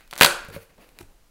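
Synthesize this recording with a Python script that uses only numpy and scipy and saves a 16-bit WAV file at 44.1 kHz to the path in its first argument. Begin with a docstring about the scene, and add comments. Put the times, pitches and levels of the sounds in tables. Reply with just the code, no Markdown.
"""In a small workshop, a plastic strip is bent away from a cured resin panel, close to the microphone.
The hot glue between them crackles, then lets go in a volley of snaps that overload the recorder.
The snaps are short noise bursts with falling chirps, and they ring the panel as dying, wavering tones.
The strip rubs (grains of noise) and ticks (small bursts) on the panel, faintly before the snaps and more
after; soft knocks (dying sines) follow them. Room echoes, faint air and a low rumble surround it all."""
import sys
import numpy as np
from scipy import signal
from scipy.fft import rfft, irfft
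from scipy.io import wavfile

SR = 44100
rng = np.random.default_rng(int(sys.argv[2]) if len(sys.argv) > 2 else 0)


def digitize_waveform(pressure):
    """Quantize a signal to 16-bit integers and store it at the path in sys.argv[1].

    Rows of a 2-D input are taken as channels; values are limited to [-1, 1].
    """
    field = np.atleast_2d(pressure).T
    bounded = np.clip(field, -1, 1)
    quanta = np.round(bounded * 32767).astype(np.int16)
    wavfile.write(sys.argv[1], SR, quanta)


N = 57330  # length in samples, 1.3 s


def amp(db):
    """Turns decibels into a gain."""
    return 10 ** (np.asarray(db) / 20)


def unit(x):
    """Scales a sound to an rms of 1."""
    return x / np.sqrt(np.mean(x ** 2) + 1e-20)


def read(points, hz):
    """Reads a table of (pitch, value) between its points, along log frequency."""
    table_hz, value = np.transpose(points)
    return np.interp(np.log(hz + 1), np.log(table_hz + 1), value)


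def add(mix, start_s, sound):
    """Mixes a sound in at its start time, cutting off what runs past the end."""
    part = mix[max(round(start_s * SR), 0):][:len(sound)]
    part += sound[:len(part)]


def colour(x, points, size=4096):
    """Gives a sound the table's tone colour, with a filter of unit energy that never sounds early."""
    log_gain = np.log(amp(read(points, abs(np.fft.fftfreq(size, 1 / SR)))))
    # the phase that puts the energy as early as possible
    spectrum = np.exp(np.conj(signal.hilbert(log_gain)))
    taps = np.fft.ifft(spectrum).real[:size // 2]
    return signal.fftconvolve(x, taps / np.linalg.norm(taps))[:len(x)]


def noise(points):
    """Makes steady noise of rms 1 with the table's tone colour."""
    gain = amp(read(points, np.fft.rfftfreq(N, 1 / SR)))
    return unit(irfft(rfft(rng.standard_normal(N)) * gain, N))


def drift(limit_hz=22):
    """Makes a slow random wander of rms 1, with little above the limit."""
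    smoothing = np.exp(-(np.fft.rfftfreq(N, 1 / SR) / limit_hz) ** 2)
    return unit(irfft(rfft(rng.standard_normal(N)) * smoothing, N))


def burst(decay_s, size=1024, count=4):
    """Makes a quickly dying burst of noise with a nearly even spectrum."""
    fade = np.exp(-np.arange(size) / SR / decay_s)
    x = rng.standard_normal(size) * fade
    # flatten the spectrum, then quieten the end again
    for _ in range(count):
        z = rfft(x)
        x = irfft(z / (abs(z) + 1e-12)) * np.minimum(2 * np.sqrt(fade), 1)
    # as much energy as 3 ms of sound at rms 1
    return x / np.linalg.norm(x) * np.sqrt(.003 * SR)


SCATTER_DB, SCATTER_DECAY_S = -15, .007  # scatter level compared with its click


def clicks(table, shapes):
    """Each click mixes body, edge and fizz, plus its own quick scatter off hands and clothes."""
    parts = np.zeros((3, N))
    for start_s, decay_s, *levels_db in table:
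        for part, level_db in zip(parts, levels_db):
            add(part, start_s, amp(level_db) * burst(decay_s))
            add(part, start_s, amp(level_db + SCATTER_DB) * burst(SCATTER_DECAY_S, size=2048))
    return sum(colour(part, shape) for part, shape in zip(parts, shapes))


def ring(modes):
    """Adds up half a second of dying sines; each falls by 60 dB in its t60."""
    t = np.arange(SR // 2) / SR
    out = np.zeros(len(t))
    for pitch_hz, level_db, t60_s in modes:
        fade = np.exp(-np.log(1000) * t / t60_s)
        out += amp(level_db) * fade * np.sin(2 * np.pi * pitch_hz * t)
    return out


# tone colour of the still air: pitch_hz, relative_db (per Hz)
AIR_COLOUR = [(20, 3), (100, 1), (400, -3.5), (1000, -7.5), (3000, -11.5), (8000, -15), (16000, -18)]
# tone colour of the low rumble: pitch_hz, relative_db (per Hz)
RUMBLE_COLOUR = [(8, -4.5), (25, 9), (40, -0.5), (70, -10), (150, -33), (600, -69.5)]
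# how the rumble swells and sinks: time_s, level_db
RUMBLE_LEVEL = [(0, -61), (.4, -52), (.8, -62), (1.0, -57), (1.12, -49), (1.3, -63)]
AIR_DB = -63.5


def background():
    """Faint room air is steady noise, over low noise whose level slowly swells and sinks."""
    rumble_db = np.interp(np.arange(N) / SR, *np.transpose(RUMBLE_LEVEL))
    return amp(AIR_DB) * noise(AIR_COLOUR) + amp(rumble_db) * noise(RUMBLE_COLOUR)


# strokes of the strip along the edge: peak_s, rise_s, fall_s, hollow_db, scrape_db, fizz_db
STROKES = [(.005, .02, 0.056, -66, -57.5, -65), (0.452, 0.062, 0.041, -55, -50, -65),
           (0.553, 0.028, 0.02, -49, -45, -47), (.628, 0.023, .02, -59, -58, -54.5),
           (.702, 0.01087, .05, -64, -65, -75), (0.782, 0.0037, .015, -54, -66.5, -79),
           (0.826, 0.028, 0.055, -56.5, -58.5, -61.5), (.92, 0.036, 0.031, -68, -75, -74),
           (0.974, 0.019, 0.037, -61, -66, -71), (1.012, .014, 0.0088, -50.5, -70, -58),
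           (1.11, .04, 0.039, -64, -77, -72)]
# tone colour of the hollow part of a rub: pitch_hz, relative_db
RUB_HOLLOW = [(60, -10), (150, 3.5), (330, 3), (600, 1), (1000, -5.5), (1600, -16.5), (6000, -40.5)]
# tone colour of the scraping part: pitch_hz, relative_db
RUB_SCRAPE = [(60, -22.5), (600, -12.5), (1200, -0.5), (2600, 4), (3300, -5), (4600, -2.5), (6000, -16.5),
              (15000, -30.5)]
# tone colour of the fizzing part: pitch_hz, relative_db
RUB_FIZZ = [(60, -38), (4000, -20), (6000, -2.5), (8500, -4.5), (10000, 2), (15500, 1.5)]
GRAINS_PER_S, GRAIN_SPREAD_DB = 11000, 3  # how many slips, and how unequal they are


def rubs():
    """Each stroke is made of dense tiny slips, grains of noise that swell and fade together."""
    t, out = np.arange(N) / SR, np.zeros(N)
    grains = rng.standard_normal((3, N))
    strength = amp(GRAIN_SPREAD_DB * np.minimum(rng.exponential(1, N), 4))
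    slip_happens = rng.random(N) < GRAINS_PER_S / SR
    slips = grains * strength * slip_happens
    shapes = (RUB_HOLLOW, RUB_SCRAPE, RUB_FIZZ)
    parts = np.array([unit(colour(x, shape)) for x, shape in zip(slips, shapes)])
    for peak_s, rise_s, fall_s, *levels_db in STROKES:
        before = ((peak_s - t) / rise_s) ** 2
        after = (t - peak_s) / fall_s
        stroke = np.exp(-np.where(t < peak_s, before, after))
        out += stroke * (amp(levels_db) @ parts)
    return out


# the strip ticks on the panel: start_s, decay_s, body_db, edge_db, fizz_db
TICKS = [(.007, 0.0018, -51.5, -78, -57), (.449, 0.0009, -65.5, -47, -49), (.485, 0.0037, -51.5, -60, -48),
         (.5008, 0.0012, -54, -51, -52), (.5318, 0.00043, -53, -62, -60), (.546, 0.00095, -43.5, -70, -63),
         (.5568, 0.0016, -58, -47.5, -65), (.5628, 0.0019, -40, -48, -68), (.781, 0.00091, -64.5, -66, -65),
         (.8903, 0.0012, -74, -55.5, -59), (.9883, 0.00035, -48.5, -41.5, -43.5),
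         (1.0068, 0.0022, -53.5, -52, -53), (1.011, 0.0026, -45.5, -50.5, -48),
         (1.027, 0.0036, -65, -55, -56)]
# tone colour of a click's low body: pitch_hz, relative_db
BODY = [(30, -20.5), (150, -4.5), (400, -4), (800, 0.5), (1450, 0.5), (2200, -1.5), (3000, -17),
        (6000, -42)]
# tone colour of the edge of a strip tick: pitch_hz, relative_db
STRIP_EDGE = [(30, -56.5), (1300, -22), (2000, -4.5), (2450, 4.5), (3300, -7), (4000, 0), (5200, -11),
              (9000, -35.5)]
# tone colour of a click's high fizz: pitch_hz, relative_db
FIZZ = [(30, -44.5), (3500, -23.5), (5500, 0), (8000, -1.5), (10500, -0.5), (13500, -3), (16000, -4.5)]


def ticks():
    """The strip ticks on the panel in small clicks, each a short burst of coloured noise."""
    return clicks(TICKS, (BODY, STRIP_EDGE, FIZZ))


# the glue breaks: start_s, decay_s, body_db, edge_db, fizz_db
CRACKS = [(.0772, .0004, -62.5, -61, -57), (.1107, .0016, -52.5, -41, -41.5),
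          (.1284, .0009, -31.5, -40, -46.5), (.1348, .0012, -36, -37, -40), (.1556, .001, -47.5, -46, -43),
          (.1632, .001, -38, -41.5, -46), (.1784, .0008, -36.5, -39, -31), (.1859, .001, -39.5, -40.5, -34),
          (.1893, .001, -46, -39, -43), (.1924, .0015, -41, -44, -36.5), (.1955, .0012, -31.5, -36.5, -40),
          (.2037, .001, -35, -31.5, -30), (.2109, .0012, -2.5, -9.5, -9.5),
          (.2195, .0016, -14.5, -14.5, -17), (.2231, .001, -11, -11.5, -13.5),
          (.2314, .0015, -14.5, -8, -10.5), (.2346, .0012, -14.5, -14, -19.5),
          (.2456, .0007, -19, -13, -14.5), (.2473, .0014, -12, -10.5, -13), (.2487, .0018, -13, -11.5, -15),
          (.253, .002, -23.5, -23.5, -27), (.2611, .0008, -21, -14.5, -17)]
# tone colour of the sharp edge of a glue crack: pitch_hz, relative_db
CRACK_EDGE = [(30, -49.5), (1200, -21.5), (2500, -2), (3500, 3), (4600, 2), (5400, -12.5), (9000, -39)]


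def cracks():
    """Each glue fracture frees its energy in a short burst of coloured noise."""
    return clicks(CRACKS, (BODY, CRACK_EDGE, FIZZ))


# tones the panel can ring at: pitch_hz, relative_db
PANEL_MODES = [(352, -52.5), (453, -54.5), (571, -42), (960, -48.5), (1146, -46), (1385, -43.5),
               (1472, -41), (1535, -43), (1840, -51), (1980, -47.5), (2090, -49.5), (2592, -45.5),
               (2997, -45.5), (3410, -47)]
RING_T60_S, RING_T60_SLOPE = 0.27, 0.36  # time to fall 60 dB at 1 kHz; higher tones die sooner
RING_WAVER_HZ, RING_FLUTTER = 5.24, .25  # rms wander of pitch, and of loudness as a share


def panel(blows):
    """Each mode of the hand-held panel stores the energy of the blows and lets it go unsteadily."""
    power, out = colour(blows, BODY) ** 2 / 10, np.zeros(N)
    for pitch_hz, level_db in PANEL_MODES:
        t60_s = RING_T60_S * (pitch_hz / 1000) ** -RING_T60_SLOPE
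        # energy piles up with each blow and leaks away
        kept = np.exp(-2 * np.log(1000) / t60_s / SR)
        stored = signal.lfilter([1], [1, -kept], power)
        wavering_hz = pitch_hz + RING_WAVER_HZ * drift()
        tone = np.sin(2 * np.pi * np.cumsum(wavering_hz) / SR)
        flutter = 1 + RING_FLUTTER * drift()
        out += amp(level_db) * np.sqrt(stored) * tone * flutter
    return out


# bending waves as the panel springs free: start_s, chirp_db, push_db
BENDS = [(0.2107, 9.5, -13.5), (.2229, 1.5, -29.5), (0.2315, -0.5, -25.5)]
BEND_TOP_HZ, BEND_END_HZ, BEND_GLIDE_S = 3420, 1272, 0.0011
BEND_RISE_S, BEND_DECAY_S, PUSH_S = 0.00025, 0.0018, .001


def bends():
    """High bending waves arrive first, so each release is a very fast falling chirp with a low push of air."""
    t, out = np.arange(SR // 20) / SR, np.zeros(N)
    pitch_hz = BEND_END_HZ + (BEND_TOP_HZ - BEND_END_HZ) * np.exp(-t / BEND_GLIDE_S)
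    swell = (1 - np.exp(-t / BEND_RISE_S)) * np.exp(-t / BEND_DECAY_S)
    chirp = np.sin(2 * np.pi * np.cumsum(pitch_hz) / SR) * swell
    push = (1 - t / PUSH_S) * np.exp(-t / PUSH_S)
    for start_s, chirp_db, push_db in BENDS:
        add(out, start_s, amp(chirp_db) * chirp + amp(push_db) * push)
    return out


# soft knocks of strip and hand on the panel: start_s, thud_db, ring_db, ring_pitch_ratio
KNOCKS = [(.485, -38.5, -39.5, 0.97), (0.507, -47.5, -39, 0.82), (0.547, -44, -71, 0.54),
          (.5625, -33.5, -28.5, 0.97), (1.006, -45, -40, .6), (1.015, -46, -66, 0.64)]
# low tones of a knock: pitch_hz, relative_db, t60_s
THUD = [(96.2, -2, 0.17), (150.6, 4.5, 0.064), (180, -4.5, 0.023)]
# hollow tones of a knock, before the pitch ratio: pitch_hz, relative_db, t60_s
KNOCK_RING = [(470, -12.5, 0.25), (533, -17.5, 0.085), (573, 2.5, 0.052), (640, -26, 0.081)]
KNOCK_RISE_S = 0.0018


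def knocks():
    """Soft blows give a low thud and a hollow ring whose pitch depends on where the strip lands."""
    out, thud = np.zeros(N), ring(THUD)
    rise = 1 - np.exp(-np.arange(len(thud)) / SR / KNOCK_RISE_S)
    for start_s, thud_db, ring_db, ratio in KNOCKS:
        hollow = ring([(pitch_hz * ratio, level_db, t60_s) for pitch_hz, level_db, t60_s in KNOCK_RING])
        add(out, start_s, rise * (amp(thud_db) * thud + amp(ring_db) * hollow))
    return out


def even_noise(size=2048, count=3):
    """Makes one second of noise with no pitch standing out, by levelling its spectrum again and again."""
    x = rng.standard_normal(SR)
    for _ in range(count):
        z = signal.stft(x, nperseg=size)[2]
        x = signal.istft(z / (abs(z) + 1e-12), nperseg=size)[1][:SR]
    return x


# how long the room rings at each pitch: pitch_hz, t60_s
ROOM_T60 = [(100, 0.49), (400, 0.39), (1400, .57), (2800, 0.39), (5000, .41), (9000, 0.3), (15000, 0.29)]
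# tone colour of the room: pitch_hz, relative_db
ROOM_COLOUR = [(60, -8), (200, -5), (400, -1), (570, 3.5), (780, -1.5), (1150, -1.5), (1480, 1.5),
               (2000, -5), (2500, -1), (4500, -2.5), (9000, 7), (15000, -5)]
# first echoes: delay_s, gain
ECHOES = [(.0042, 0.068), (.0071, .08), (0.0153, .08)]
ROOM_DB, ROOM_BUILD_S = -10, 0.0046  # energy of the tail, and how fast it builds up


def room_response():
    """The room answers a click with a few echoes and a short blurred tail."""
    hz, time_s, z = signal.stft(even_noise(), SR, nperseg=256)
    fade = np.exp(-np.log(1000) * time_s / read(ROOM_T60, hz)[:, None])
    tail = signal.istft(z * fade, SR, nperseg=256)[1][:SR]
    build = 1 - np.exp(-np.arange(SR) / SR / ROOM_BUILD_S)
    tail = colour(tail * build, ROOM_COLOUR)
    response = amp(ROOM_DB) * tail / np.linalg.norm(tail)
    for delay_s, gain in ECHOES:
        add(response, delay_s, np.array([gain]))
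    return response


def workshop(x, cycle_hz=12, count=3):
    """The sound feeds three differently scattered room tails in steadily changing shares, for a smooth blur."""
    cycle = 2 * np.pi * cycle_hz * np.arange(N) / SR
    out = x.copy()
    for k in range(count):
        share = np.cos(cycle + np.pi * k / count) * np.sqrt(2 / count)
        out += signal.fftconvolve(x * share, room_response())[:N]
    return out


KNOCK_ROOM_SHARE = 0.64  # the rest of each knock skips the room


def scene():
    """Only the breaking glue sets the panel ringing; part of each knock is heard without the room."""
    breaking = cracks() + bends()
    handling = ticks() + rubs()
    blows = knocks()
    in_room = workshop(breaking + handling + KNOCK_ROOM_SHARE * blows)
    close_up = (1 - KNOCK_ROOM_SHARE) * blows + panel(breaking)
    return (in_room + close_up + background())[None]


CLIP_LEVEL, TOP_HZ = 1.0, 15850


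def record(dry):
    """The snaps overload the input, which flattens their peaks; then the highest treble is cut."""
    clipped = np.clip(dry, -CLIP_LEVEL, CLIP_LEVEL)
    low_pass = signal.firwin(511, TOP_HZ, window=("kaiser", 9), fs=SR)
    return signal.oaconvolve(clipped, low_pass[None], "same")


dry = scene()
out = record(dry)
digitize_waveform(out)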